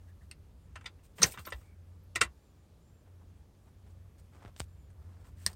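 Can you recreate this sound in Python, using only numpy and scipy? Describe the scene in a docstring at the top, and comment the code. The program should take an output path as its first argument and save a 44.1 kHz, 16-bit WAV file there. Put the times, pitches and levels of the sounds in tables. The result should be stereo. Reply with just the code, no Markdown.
"""Key turned in an ignition lock

A key is pushed into the lock of a parked vehicle and turned; nothing starts. Noise-excited resonances make pins
and detents click, beating sines make the key ring ping, shaped noise makes hand, sleeve and key blade rub.
Ringing noise rumbles from outside into the small padded cab, gliding sines are a far bird, filtered clicks creak
in the hand-held casing. The left microphone port hears the bass louder than the right."""
import sys
import numpy as np
from scipy import signal
from scipy.io import wavfile

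SR = 44100
rng = np.random.default_rng(int(sys.argv[2]) if len(sys.argv) > 2 else 0)


def transcribe(signal):
    """Save signal, clipped to [-1, 1], as a 16-bit WAV file at the path in sys.argv[1]."""
    frames = np.atleast_2d(signal).T
    limited = np.clip(frames, -1, 1)
    pcm = np.round(limited * 32767).astype(np.int16)
    wavfile.write(sys.argv[1], SR, pcm)


N = 244755


def from_db(db):
    """Amplitude ratio of a level in dB."""
    return 10 ** (np.asarray(db) / 20)


def rms_one(x):
    """Scale to rms 1."""
    return x / np.sqrt(np.mean(x ** 2) + 1e-20)


def at_hz(points, hz):
    """Interpolate (Hz, value) points over log frequency."""
    point_hz, value = np.transpose(points)
    return np.interp(np.log(hz), np.log(point_hz), value)


def at_time(points, s):
    """Interpolate (s, value) points over time."""
    return np.interp(s, *np.transpose(points))


def sides(lean_db):
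    """Left and right gains, lean_db apart, whose mean is 1."""
    gains = from_db([[lean_db / 2], [-lean_db / 2]])
    return gains / gains.mean()


def band(x, low_hz, high_hz):
    """Butterworth bandpass."""
    return signal.sosfilt(signal.butter(2, [low_hz, high_hz], "band", fs=SR, output="sos"), x)


def resonance(x, hz, width_hz):
    """Two-pole peak of gain 1."""
    r = np.exp(-np.pi * width_hz / SR)
    gain = (1 - r * r) / 2
    return signal.lfilter([gain, 0, -gain], [1, -2 * r * np.cos(2 * np.pi * hz / SR), r * r], x)


def double_resonance(x, hz, width_hz, second_hz, second_width_hz):
    """Two peaks in series: steeper skirts."""
    return resonance(resonance(x, hz, width_hz), second_hz, second_width_hz)


def drift(rate_hz):
    """Slow random curve of rms 1: lowpassed noise at 1/40 of the sample rate, interpolated."""
    r = np.exp(-80 * np.pi * rate_hz / SR)
    slow = signal.lfilter([1], [1, -2 * r, r * r], rng.standard_normal(N // 40 + 2002))[2000:]
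    return np.interp(np.arange(N) / 40, np.arange(len(slow)), rms_one(slow))


def add(out, s, piece):
    """Mix a two-channel piece into out at time s."""
    at = round(s * SR)
    out[:, at:at + piece.shape[1]] += piece[:, :N - at]


# cab reverberation: (frequency [Hz], T60 [s])
CAB_T60 = [(150, 0.16), (500, 0.19), (1500, 0.082), (3000, 0.076), (8000, 0.043), (16000, 0.076)]
# hand-held microphone turns: (time [s], left port delay [samples])
LEFT_LAG = [(0.3, 10), (0.9, 5), (1.23, 20), (1.52, 6), (2.2, 1), (5.46, 9)]


def echoed(x, s, hz, echo_db):
    """Direct sound plus the cab's dense reflections, which build up in a few ms and differ per side and spot."""
    t = np.arange(len(x)) / SR
    decay = from_db(-60 * t / at_hz(CAB_T60, hz))
    buildup = 1 - np.exp(-t / 0.00051)
    tail = rng.standard_normal((2, len(x))) * decay * buildup
    tail *= from_db(echo_db) / np.sqrt(np.sum(tail ** 2, axis=1, keepdims=True))
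    direct = np.array([np.roll(x, round(at_time(LEFT_LAG, s))), x])
    return direct + signal.fftconvolve(x[None], tail, axes=1)[:, :len(x)]


# noise floor spectrum: (frequency [Hz], relative density [dB per Hz])
FLOOR = [(76, -30), (130, -1.5), (269, -9), (298, -13.5), (420, -9.5), (465, -9), (569, -16), (1330, -21.5),
         (1590, -25), (14700, -35), (16300, -39)]
# port correlation, negatives count as 0: (frequency [Hz], left-right likeness [0-1])
LIKENESS = [(60, 1), (240, 0.68), (950, 0.29), (3770, -0.015), (15000, -0.25)]
# port balance: (frequency [Hz], left over right [dB])
LEAN = [(60, 10.5), (240, 5), (950, 7), (3770, 2.5), (15000, -1)]


def noise_floor(level_db=-65.5, flicker_db=1.07):
    """Half-octave noise bands, each with its level, lean, likeness and flicker."""
    source = rng.standard_normal((2, 2, N))
    out = 0
    edges_hz = 110 * 2 ** np.arange(0, 8, .5)
    for k, (low, high) in enumerate(zip(edges_hz, edges_hz[1:])):
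        hz = np.sqrt(low * high)
        mid, side = band(source[k % 2], low, high)
        alike = np.clip(at_hz(LIKENESS, hz), 0, 1)
        pair = np.sqrt(1 + alike) * mid + np.sqrt(1 - alike) * side * [[1], [-1]]
        gain = from_db(at_hz(FLOOR, hz) + flicker_db * drift(6))
        out = out + gain * sides(at_hz(LEAN, hz)) * pair
    return from_db(level_db) * out / np.sqrt(np.mean(out.mean(0) ** 2))


# rumble envelope: (time [s], level [dB])
RUMBLE = [(0.0, -55.5), (0.73, -52.5), (1.1, -59), (1.361, -52.5), (1.761, -55.5), (2.19, -53.5),
          (2.52, -61), (2.74, -59), (3.37, -55), (3.46, -57.5), (3.99, -53), (4.65, -54.5), (5.091, -52),
          (5.55, -49.5)]
# cab air and panel modes: (frequency [Hz], width [Hz], level [dB])
RUMBLE_MODES = [(43.7, 34, -3), (65.78, 28, 0.5), (87.24, 4.3, 1.5), (135, 38, -14.5)]


def rumble(swell_db=1):
    """Far traffic and wind through the body shell, ringing the cab's lowest modes."""
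    white = band(rng.standard_normal((2, N + SR)), 34, 260)
    modes = sum(from_db(db) * rms_one(double_resonance(white, hz, width, hz, 2 * width))
                for hz, width, db in RUMBLE_MODES)
    mid, own = modes[:, SR:]   # filters settle in the first second
    pair = sides(11.0) * np.array([mid, .9 * mid + .43 * own])
    gain = from_db(at_time(RUMBLE, np.arange(N) / SR) + swell_db * drift(5.5))
    return gain * pair / np.sqrt(np.mean(pair.mean(0) ** 2))


# rub hiss rung through a narrow port resonance near 1.8 kHz, plus one higher faint squeak: (start [s], length
# [s], level [dB], frequency [Hz], width [Hz])
TONED_HISSES = [(0.066, 0.067, -72.5, 1720, 250), (0.204, 0.042, -70, 1760, 200),
                (1.598, 0.17, -75.5, 2270, 150), (5.368, 0.066, -73, 1850, 303)]


def toned_hisses():
    """Breathy noise through a narrow double resonance: the ports ringing under some rubs, and one faint squeak."""
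    out = np.zeros((2, N))
    for s, length, level_db, hz, width_hz in TONED_HISSES:
        noise = rng.standard_normal(round(length * SR))
        tone = rms_one(double_resonance(noise, hz, width_hz, hz, 2 * width_hz))
        add(out, s, from_db(level_db) * sides(13.0) * tone * np.hanning(len(noise)) ** .5)
    return out


# friction bands: (low [Hz], high [Hz])
BANDS_HZ = [(200, 1200), (1200, 3000), (3000, 7000), (7300, 9800), (11200, 15800)]


def friction(table, drag_colour_db, hiss_colour_db, crackle, grain_db=1.5, snags_per_s=340):
    """Swells of friction noise, a dull drag plus a bright hiss; stick-slip makes the level flutter and crackle."""
    out = np.zeros((2, N))
    for s, length, drag_db, hiss_db in table:
        size = round(length * SR)
        drag = from_db(np.add(drag_db, drag_colour_db))
        hiss = from_db(np.add(hiss_db, hiss_colour_db))
        grains = 1 + crackle * np.exp(-rng.random(size) * SR / snags_per_s)
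        swell = np.hanning(size) ** .5
        for (low, high), gain in zip(BANDS_HZ, np.hypot(drag, hiss)):
            noise = rms_one(band(grains * rng.standard_normal((2, size)), low, high))
            add(out, s, gain * sides(at_hz(LEAN, low) + 1.9) * swell * noise)
    return out * from_db(grain_db * drift(87.7))


# skin and cloth rubs: (start [s], length [s], dull drag [dB], bright hiss [dB])
RUBS = [(0.067, 0.047, -79, -78), (0.203, 0.065, -74, -78.5), (1.028, 0.05, -85, -70),
        (1.618, 0.088, -69.5, -77.5), (3.052, 0.043, -66.5, -90.5), (3.19, 0.051, -68.5, -93.5),
        (3.665, 0.032, -64, -89.5), (3.851, 0.05, -67.5, -87), (3.89, 0.042, -72.5, -76),
        (4.178, 0.036, -78, -70.5), (4.312, 0.098, -60.5, -78.5), (4.38, 0.14, -57, -77.5),
        (4.558, 0.097, -72, -61.5), (4.928, 0.32, -66.5, -84.5), (5.182, 0.059, -64.5, -76),
        (5.23, 0.083, -63, -72.5), (5.359, 0.15, -71, -64.5), (5.465, 0.083, -58.5, -64.5)]
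# colours over the friction bands: (gain per band [dB])
RUB_DRAG_DB = [-0.5, -26, -17.5, -40, -33.5]
RUB_HISS_DB = [-30, -3, -2.5, 1.5, -3.5]


def rubs():
    """Hand and sleeve: strongly crackling friction."""
    return friction(RUBS, RUB_DRAG_DB, RUB_HISS_DB, crackle=8.0)


# plastic steering column modes: (frequency [Hz], width [Hz], level [dB])
COLUMN = [(180, 60, -6), (336, 17, -4), (469.2, 130, -11.5), (620, 120, -8.5), (820, 67, -13.5),
          (1028.5, 80, -2), (1340, 61, 0.5), (1850, 48, 0), (1995, 84, -3), (2350, 100, -6),
          (2720, 50, -0.5), (3160, 170, -10), (3460, 100, -11), (3720, 100, -8.5)]
# lock balance before scaling by pitch: (time [s], left over right [dB])
LOCK_LEAN = [(0.3, 21), (0.8, 9.5), (1.2, 11), (1.4, 10.5), (2.2, 10.5), (4.2, 2.5), (5.46, 12.5)]


def impact_parts(chatter, knock_hz, clack_hz, snap_hz, broad):
    """(Nominal Hz, signal) of thump, knock, column ring, clack, snap, tick, sheen and wide crack."""
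    mellow = band(band(chatter, 46, 9600), 46, 9600)   # the ports pass little above their resonance
    column = sum(from_db(db) * resonance(mellow, hz, width) * (-1) ** k
                 for k, (hz, width, db) in enumerate(COLUMN))
    thump = double_resonance(mellow, 70, 110, 76, 180)
    knock = resonance(mellow, knock_hz, 180) + broad * band(mellow, 370, 1700)
    clack = double_resonance(mellow, clack_hz, 230, clack_hz, 1200)
    clack += broad * band(mellow, 0.55 * clack_hz, 1.45 * clack_hz)
    snap = double_resonance(mellow, snap_hz, 770, snap_hz, 1800)
    snap += broad * band(mellow, 0.7 * snap_hz, 1.4 * snap_hz)
    tick = double_resonance(mellow, 8700, 700, 8500, 1300)
    tick += broad * band(band(mellow, 6200, 9300), 5500, 12000)
    sheen = band(band(chatter, 9700, 16000), 10500, 14000)
    crack = band(mellow, 2200, 13000)
    return [(110, thump), (knock_hz, knock), (1500, band(column, 230, 4300)), (clack_hz, clack),
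            (snap_hz, snap), (8700, tick), (13000, sheen), (4500, crack)]


def contacts(table, voice, rattle, broad):
    """A main blow amid lesser impacts that build up to it and chatter out; they ring lock, key and column.
    A harder contact tilts the parts towards the treble."""
    out, lead = np.zeros((2, N)), SR // 100
    ms = (np.arange(SR // 5) - lead) * 1000 / SR
    voice_db, knock_hz, rise_ms = voice
    for (s, blow_db, clack_hz, clack_db, snap_hz, hardness_db, fall_ms, echo_db,
         body_db, tick_db, snap_db) in table:
        shape = np.exp(np.where(ms < 0, ms / max(rise_ms, .05), -ms / max(fall_ms, .1)))
        chatter = rattle * rng.standard_normal(len(ms)) * rng.random(len(ms)) ** 5 * shape
        chatter[lead] = 1
        chatter = np.roll(chatter, round(SR * rise_ms / 1000))   # listed time is the start of the build-up
        parts = impact_parts(chatter, knock_hz, clack_hz, snap_hz, broad)
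        low_db = np.add(voice_db[:3], body_db)
        high_db = np.add(voice_db[3:], [snap_db, tick_db, 0, 0])
        echoes_db = [echo_db] * 7 + [echo_db + 8]   # the wide crack is heard mostly through the cab
        lock_lean_db = at_time(LOCK_LEAN, s)
        for (hz, part), wet_db, part_db in zip(parts, echoes_db, [*low_db, clack_db, *high_db]):
            tilt_db = hardness_db * np.log2(max(hz, 350) / 2500)
            part = from_db(blow_db + part_db + tilt_db + 10.0) * part / np.abs(part).max()
            # the ports differ less in the treble
            lean_db = lock_lean_db * np.clip(np.log(9000 / hz) / 1.9, .1, 1.1)
            add(out, s - lead / SR, sides(lean_db) * echoed(part, s, hz, wet_db))
    return out


# key and lock contacts that snap with almost no build-up: (time [s], level [dB], clack [Hz], clack relative
# level [dB], snap [Hz], # hardness [dB per octave], chatter decay [ms], cab echo [dB], extra into column [dB],
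# extra tick [dB], # extra snap [dB])
SNAPS = [(0.3126, -37.5, 2700, -8.5, 4470, 2.5, 0.37, -6.5, -6, 1.5, -1.5),
         (0.314, -44.5, 2050, -7.5, 4400, 2, 0.55, 1, -6, 4, -1),
         (1.0359, -59.5, 2750, -11, 6230, 1, 1.5, -10, 0, 2, 0),
         (1.2176, -20, 3900, -12, 5860, -2, 1.1, 7, -3, 0.5, -2),
         (1.2205, -25.5, 1330, -6.5, 4000, 1.5, 1.1, 2.5, -4, -5, 1),
         (1.2274, -15, 4010, -14.5, 5500, 1, 2.5, 3, 2, 0.5, 2),
         (1.2314, 2, 4760, -25, 6100, -1.5, 0.77, -2, -9.5, -14, 0.5),
         (1.2342, -15, 2840, -7.5, 5900, -0.5, 1.7, -5, 5, -7, -3),
         (1.2392, -19, 2130, -13, 6110, -3.5, 2.7, -5, 4.5, -1, -7),
         (1.2442, -23.5, 1630, -10, 5960, 0, 1.3, -3, 3, 0, -11),
         (1.298, -43, 2700, -16, 6300, 0, 1.1, 0, 3, 7, -5),
         (1.3205, -47.5, 2350, -12, 5230, -0.5, 3, 7, -4, 11, -6),
         (1.3918, -45.5, 3350, -13, 4240, 6.5, 0.81, 3, 6, -4, -3),
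         (1.3955, -46.5, 3300, -13, 6550, -5, 0.6, -4, 3, 2, -1.5),
         (1.5025, -50, 2920, -9, 5500, 3, 0.76, 4.5, -0.5, 6.5, -3),
         (1.5068, -52.5, 2000, -14.5, 6960, 2, 0.65, -1.5, 1, 5, 2),
         (2.1525, -36.5, 3031, -14.5, 5600, -2, 1.69, -4, 0, -9.5, 0),
         (4.1824, -61, 1527, -20, 6584, -0.5, 0.5, -5, -3.5, 2.5, 0),
         (4.9032, -53, 1520, -17.5, 6970, -1, 0.89, -3, -4, 4, -11),
         (5.4632, -14, 1827, -17, 4380, 3.5, 0.6, -7, 1.5, 2.5, -3),
         (5.4643, -17, 1850, -14.5, 5350, 3, 0.65, -9.5, 1.5, 3.5, 2),
         (5.5305, -56, 1610, -17.5, 4650, 7, 0.4, -1, -7.5, 1, 2)]
# part mix: ((thump, knock, column ring, snap, tick, sheen, wide crack) relative levels [dB], knock [Hz],
# build-up [ms])
SNAP_VOICE = [-35.5, -25, -24.5, -10, -13.5, -24, -23], 450, 0.19


def snaps():
    """Hard contacts that snap once, with next to no build-up."""
    return contacts(SNAPS, SNAP_VOICE, rattle=.3, broad=0.17)


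# far bird notes: (start [s], length [s], first [Hz], last [Hz], arch above the glide [Hz], level [dB])
BIRD = [(.378, .04, 8250, 8400, 123, -89), (.535, 0.067, 8500, 8400, 418, -105),
        (.6, .08, 7050, 7000, 30.2, -93), (2.355, .18, 7030, 7000, 180, -87.5),
        (2.55, 0.11, 7200, 7030, 59.7, -89), (2.802, 0.24, 7080, 7170, 180, -86),
        (4.675, 0.077, 7220, 7140, 30.2, -84.5), (4.769, 0.13, 7130, 6930, 80, -86)]


def bird(edge_s=0.0098, waver_db=3, waver_hz=45):
    """Thin, unsteady whistles that arch in pitch and fade in and out."""
    out, t = np.zeros(N), np.arange(N) / SR
    for s, length, first_hz, last_hz, arch_hz, level_db in BIRD:
        along = np.clip((t - s) / length, 0, 1)
        glide_hz = first_hz + (last_hz - first_hz) * along + arch_hz * np.sin(np.pi * along)
        hz = glide_hz + waver_hz * drift(40)
        shape = np.clip(np.minimum(t - s, s + length - t) / edge_s, 0, 1)
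        gain = np.sqrt(2) * from_db(level_db + waver_db * drift(25))
        out += gain * shape * np.sin(2 * np.pi * np.cumsum(hz) / SR)
    return out


# lock pins and detents: (time [s], level [dB], clack [Hz], clack relative level [dB], snap [Hz],
# hardness [dB per octave], chatter decay [ms], cab echo [dB], extra into column [dB], extra tick [dB],
# extra snap [dB])
CLACKS = [(0.756, -41, 2650, -4, 1900, -1, 0.56, 1, -10, -2, 7),
          (0.7585, -39, 1320, -10, 2730, -4, 0.8, 3, -5, -2, 0),
          (0.8097, -51, 2040, -9, 5820, -3.5, 1, 4.5, -1, -2, 5),
          (0.8418, -52.5, 2200, -18, 2780, -2, 1.6, -1, 5.5, 1, -5),
          (0.8575, -38.5, 2000, -4, 3500, -0.5, 1, 2, -5, -10, 11),
          (0.8598, -31.5, 3480, -3.5, 2000, -3.5, 2.0, -0.5, -11.5, -18, 10.5),
          (0.8695, -43.5, 3620, -14, 1900, -3, 2.9, -1.5, -4, 2, 1),
          (0.9881, -66.5, 1560, -24, 3640, -10, 5, 1, -0.5, 0, 0),
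          (1.1825, -40, 1770, -11, 3580, -2, 1.4, 0, 0.5, 0.5, -2),
          (1.338, -43.5, 2500, -16, 3160, -1.5, 8, 4, 0.5, -4, -7),
          (1.374, -36.5, 1120, -12, 3650, -6, 1.1, -1, -1.5, 0, -2),
          (1.3845, -46, 1130, -17, 3530, -9.5, 1.2, -5, 2.5, 8, -4),
          (1.4514, -51.5, 2310, 0.5, 4500, 7, 3, 3, -18, -5, 12),
          (1.4693, -38, 1400, -21, 2306, -5, 0.91, 1.5, 1, -2, -13),
          (1.4745, -42.5, 980, -12.5, 5200, -7, 0.9, -3, 1.5, -4, 1),
          (1.485, -46, 1900, -14, 3600, -2, 2, -7, 1, -4, 0),
          (1.522, -28, 1860, -10, 3520, -2.5, 2.0, -2, -2, -9.5, -0.5),
          (1.5245, -39, 3510, -5.5, 4820, -3, 0.8, 1, -15, -14, -7),
          (1.6114, -64.5, 1270, -24.5, 5050, -3.5, 5, 6, 3, -1, -0.5),
          (2.1565, -23, 2495, -9, 5000, 1.5, 2.3, 1.5, 1.5, -1, 3),
          (2.1597, -23.5, 1980, -12, 3530, -0.5, 1.9, -1, -3, -2.5, 3.5),
          (2.2098, -24, 1850, -14, 4040, 0, 0.91, -5, 0.5, 1.5, 3),
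          (2.2122, -14, 2700, -10.5, 4320, 1.5, 0.51, -6.5, 1.5, 1.5, 4),
          (2.2141, -10, 1370, -18, 4370, -0.5, 0.5, -6.5, 2, 0, 1.5),
          (2.2168, -13.5, 1850, -10, 5320, 1.5, 1.2, -3.5, -0.5, -1, 2),
          (2.223, -22.5, 1980, -13.5, 3300, -1, 3, -0.5, -2, -1.5, 3),
          (2.2335, -28.5, 2000, -10.5, 3500, 0, 5, -0.5, 0.5, -2, 2.5),
          (2.249, -38, 1904, -11, 3782, 2.5, 3, -4.5, -3.5, -2, 2),
          (5.243, -63.5, 1332, -8, 4017, -0.5, 5.9, 1, 4, 0, 5)]
# part mix: ((thump, knock, column ring, snap, tick, sheen, wide crack) relative levels [dB], knock [Hz],
# build-up [ms])
CLACK_VOICE = [-38.5, -15.5, -13, -18.5, -10.5, -27.5, -18], 1030, 1.2


def clacks():
    """Pins and detents: contacts with a longer build-up."""
    return contacts(CLACKS, CLACK_VOICE, rattle=.33, broad=0.6)


# low thuds: (time [s], level [dB], frequency [Hz], width [Hz])
THUDS = [(0.757, -56, 620, 80), (1.228, -39, 330, 41), (1.2, -36.5, 180, 32), (1.393, -47.5, 77.6, 18),
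         (1.47, -49, 620, 89), (1.538, -39, 60.8, 18), (2.157, -47, 380, 73), (2.16, -50, 118, 18),
         (2.226, -47, 461, 70), (2.239, -45, 64, 18), (4.603, -41, 67.7, 18), (4.961, -46.5, 74.63, 18),
         (5.455, -44, 60, 25), (5.46, -45.5, 190, 42), (5.463, -50.5, 406, 80)]


def thuds():
    """Soft low thuds, as when the hand lands on the column: critically damped swells of a sine."""
    out, t = np.zeros((2, N)), np.arange(SR // 5) / SR
    for s, level_db, hz, width_hz in THUDS:
        swell = np.e * np.pi * width_hz * t * np.exp(-np.pi * width_hz * t)
        add(out, s, from_db(level_db) * sides(16.9) * swell * np.sin(2 * np.pi * hz * t))
    return out


# key blade over the pins: (start [s], length [s], dull drag [dB], bright hiss [dB])
STROKES = [(1.15, 0.066, -72, -64), (1.175, 0.1, -47, -56), (1.235, 0.066, -75, -43),
           (1.29, 0.062, -82, -52.5), (1.365, 0.087, -82, -62), (1.335, 0.04, -60, -65.5),
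           (1.44, 0.071, -61, -60.5), (1.495, 0.16, -69.5, -69)]
# colours over the friction bands: (gain per band [dB])
STROKE_DRAG_DB = [-0.5, -4.5, -19, -39, -36.5]
STROKE_HISS_DB = [-26, -19.5, -3.5, -0.46, -1]


def key_strokes():
    """Key blade grating over the lock pins: friction with lighter crackle."""
    return friction(STROKES, STROKE_DRAG_DB, STROKE_HISS_DB, crackle=2.5)


# key ring touches: (time [s], level [dB], extra lowest mode when struck on its edge [dB])
PINGS = [(1.251, -44, 0), (1.3217, -55.5, 32), (1.461, -42, -14), (1.535, -64, 7), (2.0325, -71, 0.5)]
# ring modes: (frequency [Hz], split [Hz], T60 [s], level [dB])
KEY_RING = [(10800, 60, 0.027, -21), (12755, 49, 0.068, -4.5), (15040, 130, .07, -16)]


def key_ring():
    """Small steel rings have split modes that beat as they die."""
    out, t = np.zeros((2, N)), np.arange(SR // 5) / SR
    for s, ping_db, edge_db in PINGS:
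        for k, (hz, split_hz, t60, mode_db) in enumerate(KEY_RING):
            pair = np.sin(2 * np.pi * hz * t) + 0.5 * np.sin(2 * np.pi * (hz + split_hz) * t)
            level_db = ping_db + mode_db + edge_db * (k == 0) + 6.0
            tone = np.pad(from_db(level_db - 60 * t / t60) * pair, SR // 1000)   # room for the port lag
            add(out, s - 1 / 1000, echoed(tone, s, hz, 0.0))
    return out


# casing creaks beside the left port: (time [s], tick level [dB], thud level [dB], top [Hz])
CREAKS = [(4.335, -55.5, -61, 2510), (4.365, -57, -61, 2800), (4.405, -56, -58, 3200),
          (4.43, -52.5, -59.5, 3500), (4.4503, -43.5, -37.5, 3454), (4.46, -43.5, -51.5, 2350),
          (4.48, -52, -62.5, 2550), (4.542, -62.5, -64, 4650), (4.564, -39, -54, 9100),
          (4.567, -47, -65.5, 9000), (4.579, -50, -66, 6030), (4.598, -25.5, -61.5, 12900),
          (4.603, -19, -29, 11050), (4.6158, -39.5, -44, 7020)]


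def creaks(lean_db=26, slip_loss_db=12.5):
    """Dry ticks carried through the hand-held casing, each with two lesser slips and a soft thud."""
    out, click = np.zeros((2, N)), np.zeros(SR // 10)
    click[0] = 1
    thud = double_resonance(click, 110.0, 20.2, 138, 1280)
    decay = np.exp(-np.arange(len(click)) / 140.0)
    for s, tick_db, thud_db, top_hz in CREAKS:
        add(out, s, sides(lean_db) * from_db(thud_db) * thud / np.abs(thud).max())
        slips_ms = np.cumsum([0, *rng.uniform(1.292, 1.411, 2)])
        for k, late_ms in enumerate(slips_ms):
            burst = -click + 0.079 * rng.standard_normal(len(click)) * decay
            tick = band(band(burst, 460, top_hz), 111, top_hz)
            tick += (top_hz / 11000) ** 3 * resonance(burst, 7700, 1800)
            piece = from_db(tick_db - slip_loss_db * k) * tick / np.abs(tick).max()
            add(out, s + late_ms / 1000, sides(lean_db) * piece)
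    return out


def scene():
    """Near sounds through the ports, plus bird, rumble and floor."""
    lock = snaps() + clacks() + key_strokes()
    hand = toned_hisses() + rubs() + thuds()
    near = lock + hand + key_ring() + creaks()
    ports = near - .75 * resonance(near, 10500, 2000)   # the microphone ports cancel a narrow treble band
    return ports + bird() + rumble() + noise_floor()


def record(dry):
    """Full scale clips, then a steep lowpass cuts the top."""
    lowpass = signal.ellip(10, .5, 60, 16430, fs=SR, output="sos")
    return signal.sosfilt(lowpass, np.clip(dry, -1, 1))


dry = scene()
out = record(dry)
transcribe(out)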